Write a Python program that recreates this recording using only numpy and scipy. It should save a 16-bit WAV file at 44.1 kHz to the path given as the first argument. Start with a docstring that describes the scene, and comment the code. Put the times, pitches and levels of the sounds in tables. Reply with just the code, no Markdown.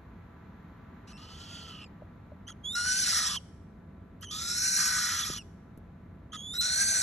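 """Owl chicks beg for food on newspaper in a small room, close to a pair of microphone ports: one faint call, then
three loud ones. A thin whistle from one voice of the syrinx breaks into a hissing screech when a second, lower
voice joins in; the two modulate each other amid turbulent air. The first three calls end in falling squeaks.
A few soft taps (damped sines) and beak clicks (noise bursts) sound over the room's rumble and hum and a fan."""
import sys
import numpy as np
from scipy import signal
from scipy.fft import rfft, irfft, next_fast_len
from scipy.io import wavfile
from scipy.ndimage import uniform_filter1d

SR = 44100
rng = np.random.default_rng(int(sys.argv[2]) if len(sys.argv) > 2 else 0)


def store_wav(level_fs):
    """Save 16-bit WAV to argv[1]."""
    pcm = np.round(np.clip(np.atleast_2d(level_fs), -1, 1) * 32767)
    wavfile.write(sys.argv[1], SR, pcm.T.astype(np.int16))


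N = 309670
T = np.arange(N) / SR   # s
FREQS = np.maximum(np.arange(N // 2 + 1) * SR / N, 1)   # Hz

# catches, where the low voice sounds for a moment: start t/s, end t/s, high voice f/Hz, low voice f/Hz,
# level of each voice/dB and of the hiss/dB before the gains of both_voices, chaos (0-1)
CATCHES = [(1.074, 1.127, 2895, 1180, -59, -59.5, 0.57), (2.48, 2.508, 3220, 1340, -51.5, -57.5, 0.68),
           (2.725, 2.767, 3940, 1436, -55.5, -53, 0.3), (4.225, 4.249, 3180, 1267, -49, -53, 0.9),
           (6.33, 6.365, 3490, 1270, -43, -52.5, 0.47), (6.535, 6.581, 3860, 1428, -48.5, -45.5, 0.41)]


def from_db(db):
    """Decibels to amplitude: 20 dB is a factor of ten."""
    return 10 ** (np.asarray(db) / 20)


def at_time(rows, t):
    """Linear interpolation in time of every column of a curve."""
    s, *columns = np.transpose(rows)
    return [np.interp(t, s, c) for c in columns]


def at_hz(points, hz):
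    """A spectrum interpolated on a logarithmic frequency axis."""
    f, value = np.transpose(points)
    return np.interp(np.log(hz), np.log(f), value)


def rms_one(x):
    """Normalization to unit mean power."""
    return x / np.sqrt(np.mean(x ** 2) + 1e-20)


def drift(rate_hz, t, order=2):
    """Low-passed white noise: a smooth random motion of spread about 1, as long as t."""
    white = rng.standard_normal(2 * SR)
    lowpass = signal.butter(order, rate_hz, fs=SR, output="sos")
    return rms_one(signal.sosfilt(lowpass, white))[-len(t):]


def coloured(spectrum):
    """Spectral shaping of white noise to rms 1, falling away below the spectrum's first point."""
    gain = from_db(at_hz(spectrum, FREQS)) * np.minimum(FREQS / spectrum[0][0], 1) ** 2
    return rms_one(irfft(rfft(rng.standard_normal(N)) * gain, N))


def phase_of(hz):
    """Phase is the time integral of a moving frequency."""
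    return 2 * np.pi * np.cumsum(hz) / SR


def span(start, end, edge=.005):
    """Sample indices, times and a gate whose raised-cosine edges avoid spectral splatter."""
    at = np.arange(max(int((start - edge) * SR), 0), min(int((end + edge) * SR), N))
    gate = np.clip(np.minimum(T[at] - start, end - T[at]) / (2 * edge) + .5, 0, 1)
    return at, T[at], np.sin(gate * np.pi / 2) ** 2


def progress(start, end):
    """A gated span and the normalized time, 0 to 1, of each sample in it."""
    at, t, gate = span(start, end, edge=.004)
    return at, gate, np.clip((t - start) / (end - start), 0, 1)


def noise_band(hz, half_width_hz, t):
    """Quadrature modulation shifts low-pass noise to a moving centre: a steep-sided band of rms about 1."""
    phase = phase_of(hz)
    in_phase = drift(half_width_hz, t, order=4) * np.cos(phase)
    quadrature = drift(half_width_hz, t, order=4) * np.sin(phase)
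    return in_phase + quadrature


def tones(lines):
    """Superposition of steady sines at the given rms levels."""
    return sum(from_db(db) * np.sqrt(2) * np.sin(2 * np.pi * (hz * T + rng.random())) for hz, db in lines)


def chicks():
    """Superposition of all the begging sounds: chirp and catch, whistle, screech, squeak."""
    # one arch of effort per screech; the last row is a second chick cutting in hoarsely:
    # start t/s, peak t/s, end t/s, high voice f/Hz at start, peak and end,
    # roundness of the arch (1 pointed, 2 round), high / low pitch ratio,
    # low voice's loudest moment t/s, its level/dB there and its fade to either side/(dB/s),
    # high voice level/dB at the peak and its trend/(dB/s), hiss level/dB at the peak and its swell/dB,
    # break-up t/s, chaos before and after it (0-1), throb (0-1); levels before the gains of both_voices
    screech_rows = [ (1.175, 1.53, 1.85, 2800, 3250, 2780, 1.6, 2.32, 1.77, -53.5, 14, -52.5, 18.5, -53, 10, 1.7, 0.34, .48, 0.22),
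                    (2.752, 3.0, 3.37, 4060, 4500, 3130, 1.1, 2.89, 2.88, -32, 11, -37, 7.5, -26.5, 10.1, 3.0, 0.16, 0.876, 1.0),
                    (4.31, 4.78, 5.388, 3370, 4290, 3250, 1.6, 2.76, 4.904, -31.5, 30.8, -40.5, -1.5, -26, 15.6, 5.0, .37, .8, .1),
                    (6.61, 6.89, 7.3, 4070, 4470, 3600, 1.5, 2.83, 6.89, -34, 18, -33, -14, -26.8, 6.2, 6.9, 0.316, 0.6, 0),
                    (4.772, 4.93, 5.232, 3120, 3400, 3300, 1.3, 2.62, 5.2, -39, 4.6, -43.5, 21, -43.5, 2.2, 5.0, 0.887, 0.866, 0.12)]
    # turbulent air through throat and beak, four colours: f/Hz, relative level/dB per Hz
    hiss_spectra = [
        [(700, -13), (1050, -18), (2410, -15.5), (3100, -2), (4020, -11), (4710, -4), (6660, -18), (7690, -15),
         (9070, -17), (10450, -25.5), (11600, -22.5), (12290, -36), (12630, -48), (12860, -48)],
        [(700, -24.5), (1050, -33.5), (2410, -18), (3330, -13), (5860, -0.5), (6890, -12.5), (7580, -6),
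         (8730, -13.5), (10110, -11.5), (10800, -6.5), (11480, -25), (12060, -21), (12520, -44.5), (12860, -55)],
        [(700, -28.5), (1050, -46.5), (2410, -12), (3450, -33.5), (4020, -5), (5050, -7), (5740, 0.5),
         (7010, -8.5), (7460, -4.5), (9190, -29.5), (9760, -5.5), (11600, -12.5), (12290, -25), (12860, -52.5)],
        [(700, -15.5), (1050, -33), (2410, -13), (2990, -23), (4250, -4.5), (5400, -22), (5860, 5.5),
         (6780, -5.5), (8270, 3.5), (10570, -14.5), (11600, -14), (12060, -22), (12400, -48), (12860, -48)],
    ]
    # index of the hiss colour of each screech
    throats = (0, 1, 2, 3, 1)
    airs = [hissing_air(spectrum) for spectrum in hiss_spectra]
    screeches = sum(arched_screech(row, airs[k]) for row, k in zip(screech_rows, throats))
    return screeches + whistles() + chirps() + catches(airs[1]) + squeaks()


def arched_screech(row, air):
    """Effort drives pitch and turbulence: both voices and the hiss rise to a peak, around break-up and throbs."""
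    unsteady_hz, unsteady_low_db, unsteady_hiss_db = 11, 1.43, 0.92   # the effort is never quite even
    unsteady_pitch = .007   # share of the low voice's pitch
    burst_db, burst_s = 4.5, .005   # a screech breaks out with a short burst
    release_s, full_release_db, hiss_share = 0.12, -7.5, 0.59   # the low voice gives out, the hiss in part
    break_up_s = .17   # time for chaos to reach its later value
    throb_delay_s, throb_width_s = .05, 0.1   # the low voice throbs as the break-up begins
    swell_shape = 1.1   # roundness of the hiss level's arch
    (start, peak, end, start_hz, peak_hz, end_hz, roundness, ratio, low_peak, low_db, low_fade,
     high_db, high_trend, hiss_db, swell_db, break_up, early_chaos, late_chaos, throb) = row
    at, t, gate = span(start, end)
    since = t - peak
    slack = np.abs(since) / np.where(since < 0, peak - start, end - peak)   # 0 at full effort, 1 at either end
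    hz = peak_hz + (np.where(since < 0, start_hz, end_hz) - peak_hz) * slack ** roundness
    uneven = drift(unsteady_hz, t)
    burst = burst_db * np.exp(-np.maximum(t - start, 0) / burst_s)
    release = full_release_db * np.clip(1 - (end - t) / release_s, 0, 1)
    broken = np.sin(np.pi / 2 * np.clip((t - break_up) / break_up_s, 0, 1)) ** 2
    low_level = low_db - low_fade * np.abs(t - low_peak) + release + unsteady_low_db * uneven
    hiss_level = hiss_db - swell_db * slack ** swell_shape + burst
    hiss_level = hiss_level + hiss_share * release + unsteady_hiss_db * uneven
    return both_voices(at, gate, air, hz, hz / ratio * (1 + unsteady_pitch * uneven),
                       low_db=low_level,
                       high_db=high_db + high_trend * since + burst,
                       hiss_db=hiss_level,
                       chaos=early_chaos + (late_chaos - early_chaos) * broken,
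                       throb=throb * np.exp(-((t - break_up - throb_delay_s) / throb_width_s) ** 2))


def both_voices(at, gate, air, high_hz, low_hz, low_db, high_db, hiss_db, chaos, throb,
                high_jitter=0.0917, jitter_hz=450, low_gain_db=0.5, high_gain_db=-3.0,
                mixed_gain_db=1, air_gain_db=-1.5, throb_db=3, throb_hz=38.3):
    """Nonlinear coupling of two oscillators: combination tones, and chaos that smears lines into hiss."""
    # the two voices modulate each other: multiple of high f, multiple of low f,
    # level/dB against the hiss before the common gain
    mixed_tones = [(1, 1, -1.5), (2, -1, -11), (2, 0, -3), (2, 1, -13.5)]
    t = T[at]
    chaos = np.clip(chaos, .02, .98)
    voiced = np.sqrt(1 - chaos ** 2)
    low = phase_of(low_hz * (1 + .085 * chaos * drift(400, t)))
    high = phase_of(high_hz * (1 + high_jitter * np.sqrt(chaos) * drift(jitter_hz, t)))
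    # the low voice stalls in regular throbs, and at random the more often the more chaotic it is
    throbs = np.clip(throb, 0, 1) * np.sin(np.pi * throb_hz * t) ** 4
    breaks = np.clip(1.5 * (drift(55, t) - 1.7 + 2.2 * np.minimum(chaos, .5)), 0, .85)
    stall = np.maximum(throbs, breaks)
    overtone = from_db(-11.5 - 43 * chaos) * np.sin(2 * low)
    low_flicker = from_db(chaos * (4.2 * drift(90, t) - 2.5))
    low_tone = np.sqrt(2) * (np.sin(low) + overtone) * (1 - stall) * low_flicker
    # it sheds a skirt of noise centred above its pitch
    skirt = noise_band(low_hz * 1.24, 390, t)
    low_voice = from_db(low_db + low_gain_db) * (voiced * low_tone + .72 * chaos * skirt)
    high_tone = np.sqrt(2) * np.sin(high) * from_db(1.9 * drift(130, t))
    high_noise = noise_band(high_hz, 410, t)
    high_voice = from_db(high_db + high_gain_db) * (voiced * high_tone + 0.61 * chaos * high_noise)
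    # combination tones, each flickering on its own
    mixed = sum(from_db(db + 1.73 * drift(360, t)) * np.sin(round(m) * high + round(n) * low)
                for m, n, db in mixed_tones)
    mixed = mixed * from_db(mixed_gain_db) * np.sqrt(1 - chaos) * (1 - stall)
    # more air escapes as turbulence when the voices are chaotic or throb
    turbulence = .33 + .9 * chaos
    rush = air[at] * turbulence * from_db(air_gain_db + throb_db * throbs)
    out = np.zeros(N)
    out[at] = gate * (low_voice + high_voice + from_db(hiss_db) * (mixed + rush))
    return out


def hissing_air(spectrum, patchy_db=2.5):
    """Turbulence flares in short, narrow patches; unit power around the beak's main resonance, 5.3 to 7 kHz."""
    cells = signal.stft(coloured(spectrum), nperseg=512)[2]
    flare = uniform_filter1d(rng.standard_normal(cells.shape), size=5, axis=0)   # smooth over frequency
    flare = uniform_filter1d(flare, size=4, axis=1)   # and over time
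    air = signal.istft(cells * from_db(patchy_db * rms_one(flare)))[1][:N]
    resonance = signal.butter(2, [5300, 7000], "band", fs=SR, output="sos")
    return air / np.std(signal.sosfilt(resonance, air))


def high_voice_alone(at, gate, hz, level_db, flutter_hz=130, flutter_db=2.0, pinch=0.63, full_db=-41):
    """A near-sinusoidal oscillator, shakier and richer in overtones when soft and pinched."""
    # partials of the whistle: multiple of f, level/dB (overtones before the pinch)
    whistle_tones = [(1, -3.5), (2, -11.5), (3, -16)]
    out, t = np.zeros(N), T[at]
    rich = from_db(pinch * np.clip(full_db - level_db, -10, 10))
    phase = phase_of(hz * (1 + .008 * np.minimum(rich, 1.4) ** 2 * drift(150, t)))
    tone = sum(from_db(db) * (rich if k > 1.5 else 1) * np.sin(round(k) * phase) for k, db in whistle_tones)
    flutter = flutter_db * rich * drift(flutter_hz, t)
    out[at] = np.sqrt(2) * tone * gate * from_db(level_db + flutter)
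    return out


def whistles():
    """Building pressure drives the high voice along a sagging glide, until a catch takes air from it."""
    # a whistle leads into a screech: start t/s, end t/s, start f/Hz, end f/Hz, sag in the middle f/Hz,
    # start level/dB, end level/dB, both before the gains of the partials
    whistle_rows = [(1.105, 1.174, 2830, 2740, 121, -60, -60), (2.629, 2.753, 3246, 3860, 70, -36, -26.5),
                    (4.252, 4.311, 3270, 3210, 240, -53, -42.5),
                    (6.353, 6.613, 3292, 4080, 194.6, -45.5, -23)]
    swell_shape, attack_s = 1.9, .026   # the level changes ever faster
    waver, waver_hz = .008, 18   # share of the pitch, and its rate
    catch_duck_db = -5.5
    out, caught = np.zeros(N), np.zeros(N)
    for start, end, *_ in CATCHES:
        at, _, gate = span(start, end)
        caught[at] = gate
    for start, end, start_hz, end_hz, sag_hz, start_db, end_db in whistle_rows:
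        at, gate, along = progress(start, end)
        hz = start_hz + (end_hz - start_hz) * along - sag_hz * (1 - (2 * along - 1) ** 2)
        level_db = start_db + (end_db - start_db) * along ** swell_shape + catch_duck_db * caught[at]
        attack = np.clip((T[at] - start) / attack_s, 0, 1) ** 2
        out += high_voice_alone(at, gate * attack, hz * (1 + waver * drift(waver_hz, along)), level_db)
    return out


def chirps():
    """Frequency modulation of the high voice: one quick pitch arch while the level fades."""
    # a chirp opens a loud call: middle t/s, top f/Hz, mid-chirp level/dB before the gains of the partials
    chirp_rows = [(2.499, 3327, -50.5), (4.246, 3296, -49), (6.35, 3483, -46.5)]
    length_s, arch_octaves, fade_db = .056, 0.15, -3
    out = np.zeros(N)
    for s, hz, db in chirp_rows:
        at, gate, along = progress(s - length_s / 2, s + length_s / 2)
        arch = 2 ** (-arch_octaves * (2 * along - 1) ** 2)
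        out += high_voice_alone(at, gate, hz * arch, db + fade_db * (along - .5))
    return out


def catches(air, rise_octaves_per_s=1.4):
    """Brief coupled oscillation: rasps of both voices, rising slightly in pitch."""
    out = np.zeros(N)
    for start, end, high_hz, low_hz, voices_db, hiss_db, chaos in CATCHES:
        at, t, gate = span(start, end)
        rise = 2 ** (rise_octaves_per_s * (t - (start + end) / 2))
        out += both_voices(at, gate, air, high_hz * rise, low_hz * rise,
                           voices_db, voices_db, hiss_db, chaos, throb=0)
    return out


def squeaks():
    """Falling air pressure lowers the pitch: the high voice flares once and drops as the air runs out."""
    # middle t/s, length t/s, mid-squeak f/Hz, mid-squeak level/dB before the gains of the partials
    squeak_rows = [(1.845, 0.068, 2570, -54.5), (3.375, 0.024, 3150, -29.5), (5.238, 0.033, 3420, -29.5),
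                   (5.395, .058, 2870, -42)]
    fall_octaves, edge_db = .29, -18
    out = np.zeros(N)
    for s, length, hz, db in squeak_rows:
        at, gate, along = progress(s - length / 2, s + length / 2)
        fall = 2 ** (fall_octaves * (.5 - along))
        out += high_voice_alone(at, gate, hz * fall, db + edge_db * np.abs(2 * along - 1))
    return out


def taps(rise_s=0.0005):
    """Damped resonance: each soft knock rings as an exponentially decaying sine."""
    # soft taps on the paper: t/s, initial level/dB before the rise, f/Hz, time to decay 60 dB t/s
    tap_rows = [(2.021, -34.5, 600, 0.021), (2.319, -39, 588, 0.034), (5.3, -25, 376.5, 0.013),
                (5.302, -36, 153, 0.094), (5.776, -29.5, 222, 0.016)]
    out = np.zeros(N)
    for s, db, hz, t60 in tap_rows:
        age = np.clip(T - s, 0, 1)
        rise = 1 - np.exp(-age / rise_s)
        out += from_db(db - 60 * age / t60) * np.sin(2 * np.pi * hz * age) * rise
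    return out


def beak_clicks():
    """Broadband impact: bright noise that starts at once and decays exponentially."""
    # t/s, initial level/dB, time to decay 60 dB t/s
    click_rows = [(2.474, -63, .04), (2.652, -66, 0.013), (4.21, -47, 0.082), (5.775, -52.5, 0.034)]
    out, snap = np.zeros(N), coloured([(1500, -12), (6000, -9.5), (12000, 4.5)])   # (f/Hz, relative level/dB)
    for s, db, t60 in click_rows:
        out += from_db(db - 60 * np.clip(T - s, 0, 1) / t60) * (T >= s) * snap
    return out


def ports(x):
    """Path difference: two ports hear a near sound with frequency-dependent phase and level differences."""
    # f/Hz, phase by which left leads/rad
    port_phase = [(0, 0), (650, -.5), (1100, 0), (2500, 0), (3300, .5), (4300, 1.6), (4800, 3.1),
                  (5300, 5.3), (5900, 6.3), (6600, 6.8), (8350, 8.9), (9200, 9.5), (10200, 9.9),
                  (11300, 12.2), (12800, 12.7)]
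    # f/Hz, left-right level/dB
    port_balance = [(1500, .3), (2400, .5), (3000, -4), (3400, -5.5), (4000, -1.2), (4600, -2), (5600, 0),
                    (12000, 0)]
    size = next_fast_len(N + SR)
    hz = np.maximum(np.arange(size // 2 + 1) * SR / size, 1)
    phase = np.interp(hz, *np.transpose(port_phase))
    half = from_db(at_hz(port_balance, hz) / 2) * np.exp(.5j * phase)   # each port takes half the difference
    return irfft(rfft(x, size) * np.array([half, 1 / half]), size)[:, :N]


def room(x, t60, wet_db):
    """Diffuse reverberation: convolution with exponentially decaying noise, different in each port."""
    age = T[:SR]
    tail = rng.standard_normal((2, len(age))) * from_db(-60 * age / t60) * (age > .001)
    tail /= np.sqrt(np.sum(tail ** 2, axis=1, keepdims=True))
    return from_db(wet_db) * signal.fftconvolve(x[None], tail, axes=1)[:, :N]


def diffuse(spectrum):
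    """Spatial coherence of a diffuse field: stereo noise alike in the bass, unrelated in the high treble."""
    # likeness of the room's noise in both ports: f/Hz, correlation (0-1)
    likeness = [(60, .998), (180, .99), (320, .88), (470, .66), (700, .4), (1100, .45), (1650, .75),
                (2400, .4), (4000, .35), (8000, 0)]
    alike = np.clip(at_hz(likeness, FREQS), 0, .999)
    mid = irfft(rfft(coloured(spectrum)) * np.sqrt(1 + alike), N)
    side = irfft(rfft(coloured(spectrum)) * np.sqrt(1 - alike), N)
    return rms_one(np.array([mid + side, mid - side]))


def fan(blades_db=-6.0):
    """Flow noise plus blade tones, their level varying and falling overall as the microphone turns away."""
    # rush of air: f/Hz, relative level/dB per Hz
    fan_air = [(400, -22.5), (800, 9.5), (1300, 6), (2000, 2.5), (3000, -10), (4000, -11), (5000, -23),
               (7000, -21), (9000, -58.5), (12000, -17)]
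    # blade tones: f/Hz, level/dB before the blade gain and the change of fan level
    fan_lines = [(1001, -66), (1168, -67), (1335, -67), (1502, -71.5), (1669, -74.5)]
    # rush level over time: t/s, level/dB
    fan_level = [(0, -62), (1.0, -60.5), (2.2, -63.5), (3.6, -66.5), (5.8, -65.5), (7.02, -67.5)]
    fan_db, = at_time(fan_level, T)
    rush = from_db(fan_db) * diffuse(fan_air)
    return rush + from_db(fan_db - fan_db[0] + blades_db) * tones(fan_lines)


def rumble_and_hum(rumble_db=-49.5):
    """Stationary room noise: low-frequency diffuse rumble and steady hum tones."""
    # rumble: f/Hz, relative level/dB per Hz
    rumble_spectrum = [(25, -22.5), (50, -2), (90, 3.5), (128, -5.5), (175, 1.5), (230, -3.5), (320, -12),
                       (450, -15), (650, -21.5), (1000, -31), (2000, -57)]
    # hum: f/Hz, level/dB
    room_hum = [(167, -68.5), (292, -76.5), (667, -73)]
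    return from_db(rumble_db) * diffuse(rumble_spectrum) + tones(room_hum)


def scene():
    """Superposition of direct sound, quick reflections off paper and table, faint room tail and background."""
    near = chicks() + taps() + beak_clicks()
    near = near + room(near, t60=.025, wet_db=-14)[0]
    reflections = room(near, t60=0.09, wet_db=-24)
    room_tail = room(near, t60=0.78, wet_db=-27.5)
    return ports(near) + reflections + room_tail + fan() + rumble_and_hum()


def record(dry):
    """Zero-phase low-pass filtering cuts the top steeply above 12.6 kHz."""
    return signal.sosfiltfilt(signal.butter(20, 12600, fs=SR, output="sos"), dry)


dry = scene()
out = record(dry)
store_wav(out)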